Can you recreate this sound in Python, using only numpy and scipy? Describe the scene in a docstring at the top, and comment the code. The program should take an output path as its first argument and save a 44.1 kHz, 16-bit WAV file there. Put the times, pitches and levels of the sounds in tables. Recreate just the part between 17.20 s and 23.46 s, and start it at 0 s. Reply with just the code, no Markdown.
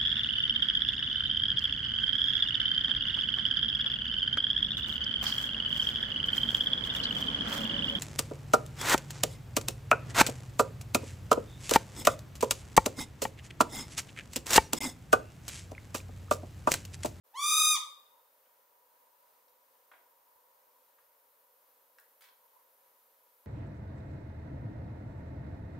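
"""An owl gives one harsh screech in a still night wood: a reedy tone that swoops up, trills and drops.
Membranes in its voice box buzz, its throat and beak colour the buzz, and trunks and leaves scatter it
into a short echo. Afterwards a few twigs tick, the camera is softly bumped and dry leaves rustle.
Under it all lie a faint far hush and the thin high whine of the camera's electronics."""
import sys
import numpy as np
from scipy import signal
from scipy.fft import rfft, irfft, next_fast_len
from scipy.io import wavfile

SR = 44100
rng = np.random.default_rng(int(sys.argv[2]) if len(sys.argv) > 2 else 0)


def put_to_file(sound):
    """Save the sound as 16-bit audio at rate SR, in the file named by the first command-line argument."""
    columns = np.atleast_2d(sound).T  # one column per channel
    safe = np.clip(columns, -1, 1)
    whole_steps = np.round(safe * 32767)
    wavfile.write(sys.argv[1], SR, whole_steps.astype(np.int16))


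N = 276066
T = np.arange(N) / SR
SIZE = next_fast_len(N, real=True)
FREQS = np.maximum(np.arange(SIZE // 2 + 1) * SR / SIZE, 1)
SIDES = np.array([[1], [-1]]) / 2  # half up in the left ear, half down in the right
CALL_S, END_S, CALL_DB = .128, .582, -36  # the screech's start, end and base level
TOP_HZ = 15780  # the highest sound the camera lets through


def undb(db):
    """Turn decibels into a number to multiply by."""
    return 10 ** (np.asarray(db) / 20)


def at(table, hz):
    """Read between the rows of a (frequency, value) table, with octaves evenly spaced."""
    freqs, values = np.transpose(table)
    return np.interp(np.log(hz), np.log(freqs), values)


def unit(x):
    """Scale a sound to an average power of 1."""
    return x / np.sqrt(np.mean(x ** 2))


def shape(x, gain):
    """Filter a sound with one gain for each frequency in FREQS."""
    return irfft(rfft(x, SIZE) * gain, SIZE)[..., :N]


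def resonance(hz, width_hz):
    """The gains of something that rings at one pitch: 1 there, less on either side."""
    return 1 / (1 + 1j * (FREQS ** 2 - hz ** 2) / (FREQS * width_hz))


def low_cut(x, hz, order=4):
    """Take away the bass, which small things cannot give off."""
    return signal.sosfilt(signal.butter(order, hz, "high", fs=SR, output="sos"), x)


def noise(gain):
    """Filtered noise with an average power of 1."""
    return unit(shape(rng.standard_normal(N), gain))


def wander(rate):
    """A smooth random wobble that changes about `rate` times a second."""
    return noise(np.exp(-(FREQS / rate) ** 2))


def wide_noise(gain, side_db):
    """Noise from all around; the lower side_db is, the more alike both ears hear it."""
    mid, side = (shape(rng.standard_normal(N), g) for g in (gain, gain * undb(side_db)))
    return (mid + 2 * SIDES * side) / np.std(mid)


def step(at_s, over_s):
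    """A smooth change from 0 to 1."""
    return (1 + np.tanh((T - at_s) / (2 * over_s))) / 2


def burst(start, t60, attack_s=0.00038):
    """A quick rise that dies away; t60 is the seconds it takes to fade by 60 dB."""
    out = np.zeros(N)
    span = (T >= start) & (T < start + 2 * t60)
    age = T[span] - start
    out[span] = np.exp(-np.log(1000) * age / t60) * (1 - np.exp(-age / attack_s))
    return out


def night(hush_db=-73, drone_db=-79, murmur_db=-79):
    """A faint wavering hush, a far drone that swells now and then, and a lower murmur."""
    # tone of the hush: (frequency [Hz], relative level [dB])
    hush_colour = [(25, -36.5), (100, -28.5), (200, -24), (260, -16), (350, -19.5), (430, -10), (530, -6.5),
                   (700, -9), (970, -7), (1300, -10.5), (2500, -18), (7000, -20.5), (12000, -19.5),
                   (14500, -20), (16000, -22.5)]
    # how wide the hush lies: (frequency [Hz], side minus middle [dB])
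    hush_width = [(60, -2.5), (200, -9), (400, -7.5), (700, -5), (1300, -0.5), (4400, -4), (15000, -0.5)]
    # swells of the drone: (time of peak [s], half length [s], level [dB])
    swells = [(.97, 0.048, -70), (1.94, 0.38, -75), (3.127, .45, -74.5), (5.096, 0.045, -71.5),
              (5.247, .03, -71.5), (5.372, 0.049, -69.5)]
    swell_power = sum(undb(db) ** 2 * np.exp(-((T - s) / half) ** 2) for s, half, db in swells)
    hush = wide_noise(undb(at(hush_colour, FREQS)), at(hush_width, FREQS))
    drone = wide_noise(resonance(hz=965, width_hz=130) ** 2, side_db=-1)
    drone *= np.sqrt(undb(drone_db) ** 2 + swell_power)
    murmur = wide_noise(resonance(hz=525, width_hz=130) ** 2, side_db=-11.5)
    murmur *= undb(murmur_db + 0.5 * wander(1.9))
    return hush * undb(hush_db + .5 * wander(3.4)) + drone + murmur


def whine(pulse_hz=249.46, level_db=-71, lead_rad=0.3, smear_s_per_hz=3e-7):
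    """Slightly unsteady switching pulses in the camera ring high pitches, whose mix slowly shifts."""
    # what rings: (pitch [Hz], width [Hz], early level [dB], late level [dB], left minus right [dB])
    rings = [(8730, 200, -16, -23, 0), (9820, 400, -7, -7, -2), (10730, 150, -14, -40, 0),
             (11300, 400, -24, -3, -3), (11600, 350, -5, -6, -3), (13150, 350, -8, -2, 3),
             (13480, 250, 0, 1, 6), (13870, 330, 0, 1, 2), (14640, 400, -3, -6, -4),
             (15650, 400, -13, -14, 0)]
    harmonics = int(TOP_HZ / pulse_hz)
    half_phase = np.pi * pulse_hz * (T + 1 / SR / 2) + .003 * wander(60)
    pulses = np.sin((2 * harmonics + 1) * half_phase) / np.sin(half_phase)  # equally strong harmonics
    pulses *= 1 + 0.13 * wander(116)
    early, late = 0, 0
    for hz, width, early_db, late_db, pan_db in rings:
        ring = abs(resonance(hz, width)) ** 2 * undb(pan_db * SIDES)
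        early = early + ring * undb(early_db)
        late = late + ring * undb(late_db)
    # the left ear hears it first, and higher pitches ring later, which softens each pulse
    lag = np.exp(1j * (lead_rad * SIDES - np.pi * smear_s_per_hz * FREQS ** 2))
    mix = step(at_s=3.8, over_s=.5)
    return unit(shape(pulses, early * lag) * (1 - mix) + shape(pulses, late * lag) * mix) * undb(level_db)


def owl_breath():
    """One push of air through the voice box sets pitch [Hz], level [dB] and overtone strength [dB]."""
    held_hz, swoop_hz, drop_hz = 1252, 635, 434
    swoop_s, drop_s, onset_s = .0527, .0185, 0.021
    fast_trill_hz, slow_trill_hz, settle_s = 64.3, 30.16, .1075
    depth_hz, grow_s, rise_db_per_s = 30.5, .045, 7.5
    age = np.maximum(T - CALL_S, 0)
    swoop = 1 / (1 + age / swoop_s) ** 2
    drop = np.exp(np.minimum(T - END_S, 0) / drop_s)
    # the trill slows as it deepens, then dies out shortly before the drop
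    rate = slow_trill_hz + (fast_trill_hz - slow_trill_hz) * np.exp(-age / settle_s)
    depth = depth_hz * (1 - np.exp(-age / grow_s)) * (1 - step(at_s=.476, over_s=.018))
    trill = depth * np.sin(2 * np.pi * np.cumsum(rate * (age > 0)) / SR)
    jitter = .0038 + .015 * np.maximum(swoop ** 2, drop)  # hoarse where the voice is slack
    hz = (held_hz - swoop_hz * swoop - drop_hz * drop - trill) * (1 + jitter * wander(190))
    level_db = CALL_DB + rise_db_per_s * age - 29 * np.exp(-age / onset_s) - 17 * drop
    beak_closed = 1 - step(at_s=0.2, over_s=0.033)
    bright_db = 0.5 - 25.5 * beak_closed - 17 * drop
    return hz, level_db, bright_db


def owl(shimmer=0.1, rasp_db=-50, base_reach_hz=22000, harmonics=16, cut_s=0.005):
    """Membranes in the voice box buzz; a harder push shuts them more sharply, brightening the buzz."""
    hz, level_db, bright_db = owl_breath()
    phase = 2 * np.pi * np.cumsum(hz) / SR
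    reach_hz = base_reach_hz * undb(level_db - CALL_DB)
    buzz = 0
    for k in range(1, harmonics + 1):
        weight = np.sqrt(np.log(k) / np.log(5))  # 0 for the lowest tone, 1 for the fifth harmonic
        strength = undb(bright_db * weight) / (1 + (k * hz / reach_hz) ** 2)
        buzz = buzz + strength * np.cos(k * phase)
    air = rng.standard_normal(N) * (1 + np.cos(phase))  # hisses each time the membranes open
    voice = np.sqrt(2) * undb(level_db) * (buzz * (1 + shimmer * wander(100)) + undb(rasp_db) * air)
    sounding = (T > CALL_S) * np.clip((END_S - T) / cut_s, 0, 1)
    return low_cut(throat(voice * sounding), hz=740)


def throat(x):
    """The throat and open beak ring, lifting some frequencies and weakening others."""
    # tone of the throat and beak: (frequency [Hz], gain [dB])
    colour = [(800, -5), (1230, -1), (2400, -5.5), (3100, 1), (3700, 1.5), (4800, -5.5), (6150, 2),
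              (7300, -2.5), (8600, -6.5), (9900, 1), (11100, -3), (12800, -23.5), (14700, -6),
              (16000, -15.5)]
    cepstrum = irfft(np.log(undb(at(colour, FREQS))), SIZE)
    # folding the second half onto the first makes the ringing follow the sound, never lead it
    index = np.arange(SIZE)
    fold = 1 + np.sign(SIZE / 2 - index) * (index > 0)
    return shape(x, np.exp(rfft(cepstrum * fold)))


def trunk(x, lag_s=.0135, echo_db=-6, dull_hz=2800):
    """A big trunk nearby throws back a dull copy, which beats against the trill."""
    delay = np.exp(-2j * np.pi * FREQS * lag_s)
    return x + shape(x, undb(echo_db) * delay / (1 + (FREQS / dull_hz) ** 2))


def wood(x, near_db, far_db, near_t60=0.084, build_s=0.031, tail_db=-15):
    """The direct sound, quick scatter from nearby branches, then the fading echo of far trunks."""
    # the far echo: (frequency [Hz], time to fade by 60 dB [s], level before far_db is added [dB])
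    far_echo = [(500, 0.9, 0.5), (1200, 0.46, -6), (2513, 0.3, -6), (3697, 0.44, -4.5), (6000, 0.27, -8),
                (7400, 0.29, -4.5), (9704, 0.34, -14), (16090, .25, -9)]
    t, hz = T[:SR], np.arange(SR // 2 + 1)
    edges = np.geomspace(100, SR / 2, 20)
    fade = lambda t60: np.exp(-np.log(1000) * t / t60)
    near = undb(near_db) * unit(fade(near_t60) * (t > .002))
    shared, ears = rng.standard_normal(SR), []
    for own in rng.standard_normal((2, SR)):
        scatter = rfft(unit(shared + 1.7 * own))  # each ear gets its own share
        echo = 0
        for lo, hi in zip(edges, edges[1:]):
            t60, db = (at(np.array(far_echo)[:, [0, column]], np.sqrt(lo * hi)) for column in (1, 2))
            far = unit(fade(t60) * np.minimum(t / build_s, 1)) + undb(tail_db) * unit(fade(2 * t60))
            band = irfft(scatter * ((hz >= lo) & (hz < hi)), SR)
            echo = echo + band * np.hypot(near, undb(db + far_db) * far) / np.sqrt(SR)
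        ears.append(x + signal.fftconvolve(x, echo)[:N])
    return np.array(ears)


def owl_direction(x):
    """From where the owl sits, some frequencies arrive louder on the left and others on the right."""
    # balance between the ears: (frequency [Hz], left minus right [dB])
    balance = [(1200, -1), (2400, 0.5), (3700, 4), (4900, -3), (6100, 0.5), (9000, 2.5), (11000, -1),
               (14000, -6)]
    return shape(x, undb(at(balance, FREQS) * SIDES))


def twigs(high_echo_lag_s=0.014, crack_and_echo_t60=0.0091):
    """Each twig cracks and rings for a moment with a dull crunch; a brief high echo follows each tick."""
    # twig ticks: (time [s], level [dB], pitch [Hz], crunch fade time [s],
    # ring against crunch [dB], crack and high echo against crunch [dB])
    ticks = [(1.256, -68.5, 1800, 0.08, -11, -10), (1.343, -69, 1500, .03, -10, -6),
             (1.694, -82, 2500, 0.014, -6, 15), (2.281, -68, 5060, 0.028, 10, 6),
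             (2.7145, -48, 1520, 0.041, 1, -13), (2.735, -53, 1540, 0.043, -8, -13),
             (3.782, -64.5, 1500, 0.068, -11, -2), (4.7852, -54, 1610, 0.024, 17.5, 5),
             (5.086, -54, 3120, 0.021, 1, -22), (5.28, -66, 3070, 0.0075, 5, 1)]
    high_echo = noise(resonance(hz=11500, width_hz=7000) ** 2)
    crack = undb(-4) * noise(resonance(hz=6000, width_hz=8000))
    out = 0
    for s, db, hz, t60, ring_db, treble_db in ticks:
        ring = undb(ring_db) * np.sin(2 * np.pi * hz * (T - s)) * burst(s, t60=0.004)
        dull = 1 / (1 + (FREQS / (1.58 * hz)) ** 4)
        crunch = noise(resonance(hz, width_hz=1.6 * hz) * dull) * burst(s, t60, attack_s=0.0015)
        treble = crack * burst(s, crack_and_echo_t60)
        treble += high_echo * burst(s + high_echo_lag_s, crack_and_echo_t60)
        tick = low_cut(ring, hz=1300) + low_cut(crunch, hz=600, order=2) + undb(treble_db) * treble
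        out = out + undb(db) * tick
    return low_cut(out, hz=220, order=2)


def bumps(hz=90, t60=0.031):
    """The held camera is nudged, and each nudge gives a very short low thud."""
    # soft nudges: (time [s], level [dB])
    nudges = [(3.01, -85), (3.159, -77), (3.18, -89)]
    return sum(undb(db) * np.sin(2 * np.pi * hz * (T - s)) * burst(s, t60) for s, db in nudges)


def rustle(scuff_t60=0.054, settle_t60=.25, settle_db=-12.5, grain_db=3, gain_db=2):
    """Each scuff sets off many tiny crackles in dry leaves, which then settle."""
    # scuffs in the leaves: (time [s], level before gain_db [dB])
    scuffs = [(5.008, -62), (5.02, -63), (5.039, -63)]
    # tone of dry leaves: (frequency [Hz], relative level [dB])
    colour = [(500, -14), (1200, -4.5), (2100, -3), (4200, -9), (7000, -14), (11300, -11.5), (16000, -11)]
    power = 0
    for s, db in scuffs:
        loudness = burst(s, scuff_t60) + undb(settle_db) * burst(s, settle_t60)
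        power = power + (undb(db) * loudness) ** 2
    crackle = noise(undb(at(colour, FREQS))) * undb(grain_db * wander(500))
    return unit(low_cut(crackle, hz=540)) * np.sqrt(power) * undb(gain_db)


def scene():
    """Owl, twigs and leaves echo in the same wood, over the bumps, the hush and the whine."""
    screech = owl_direction(wood(trunk(owl()), near_db=-9, far_db=0))
    ticks = wood(twigs(), near_db=-2, far_db=3)
    leaves = wood(rustle(), near_db=2.5, far_db=6)
    return screech + ticks + leaves + bumps() + night() + whine()


def record(dry, start_s=0.035, fade_in_s=0.029):
    """The camera's sound fades in after a moment and loses its very highest treble."""
    opening = np.clip((T - start_s) / fade_in_s, 0, 1)
    return signal.sosfilt(signal.ellip(12, .2, 80, TOP_HZ, fs=SR, output="sos"), dry * opening)


dry = scene()
out = record(dry)
put_to_file(out)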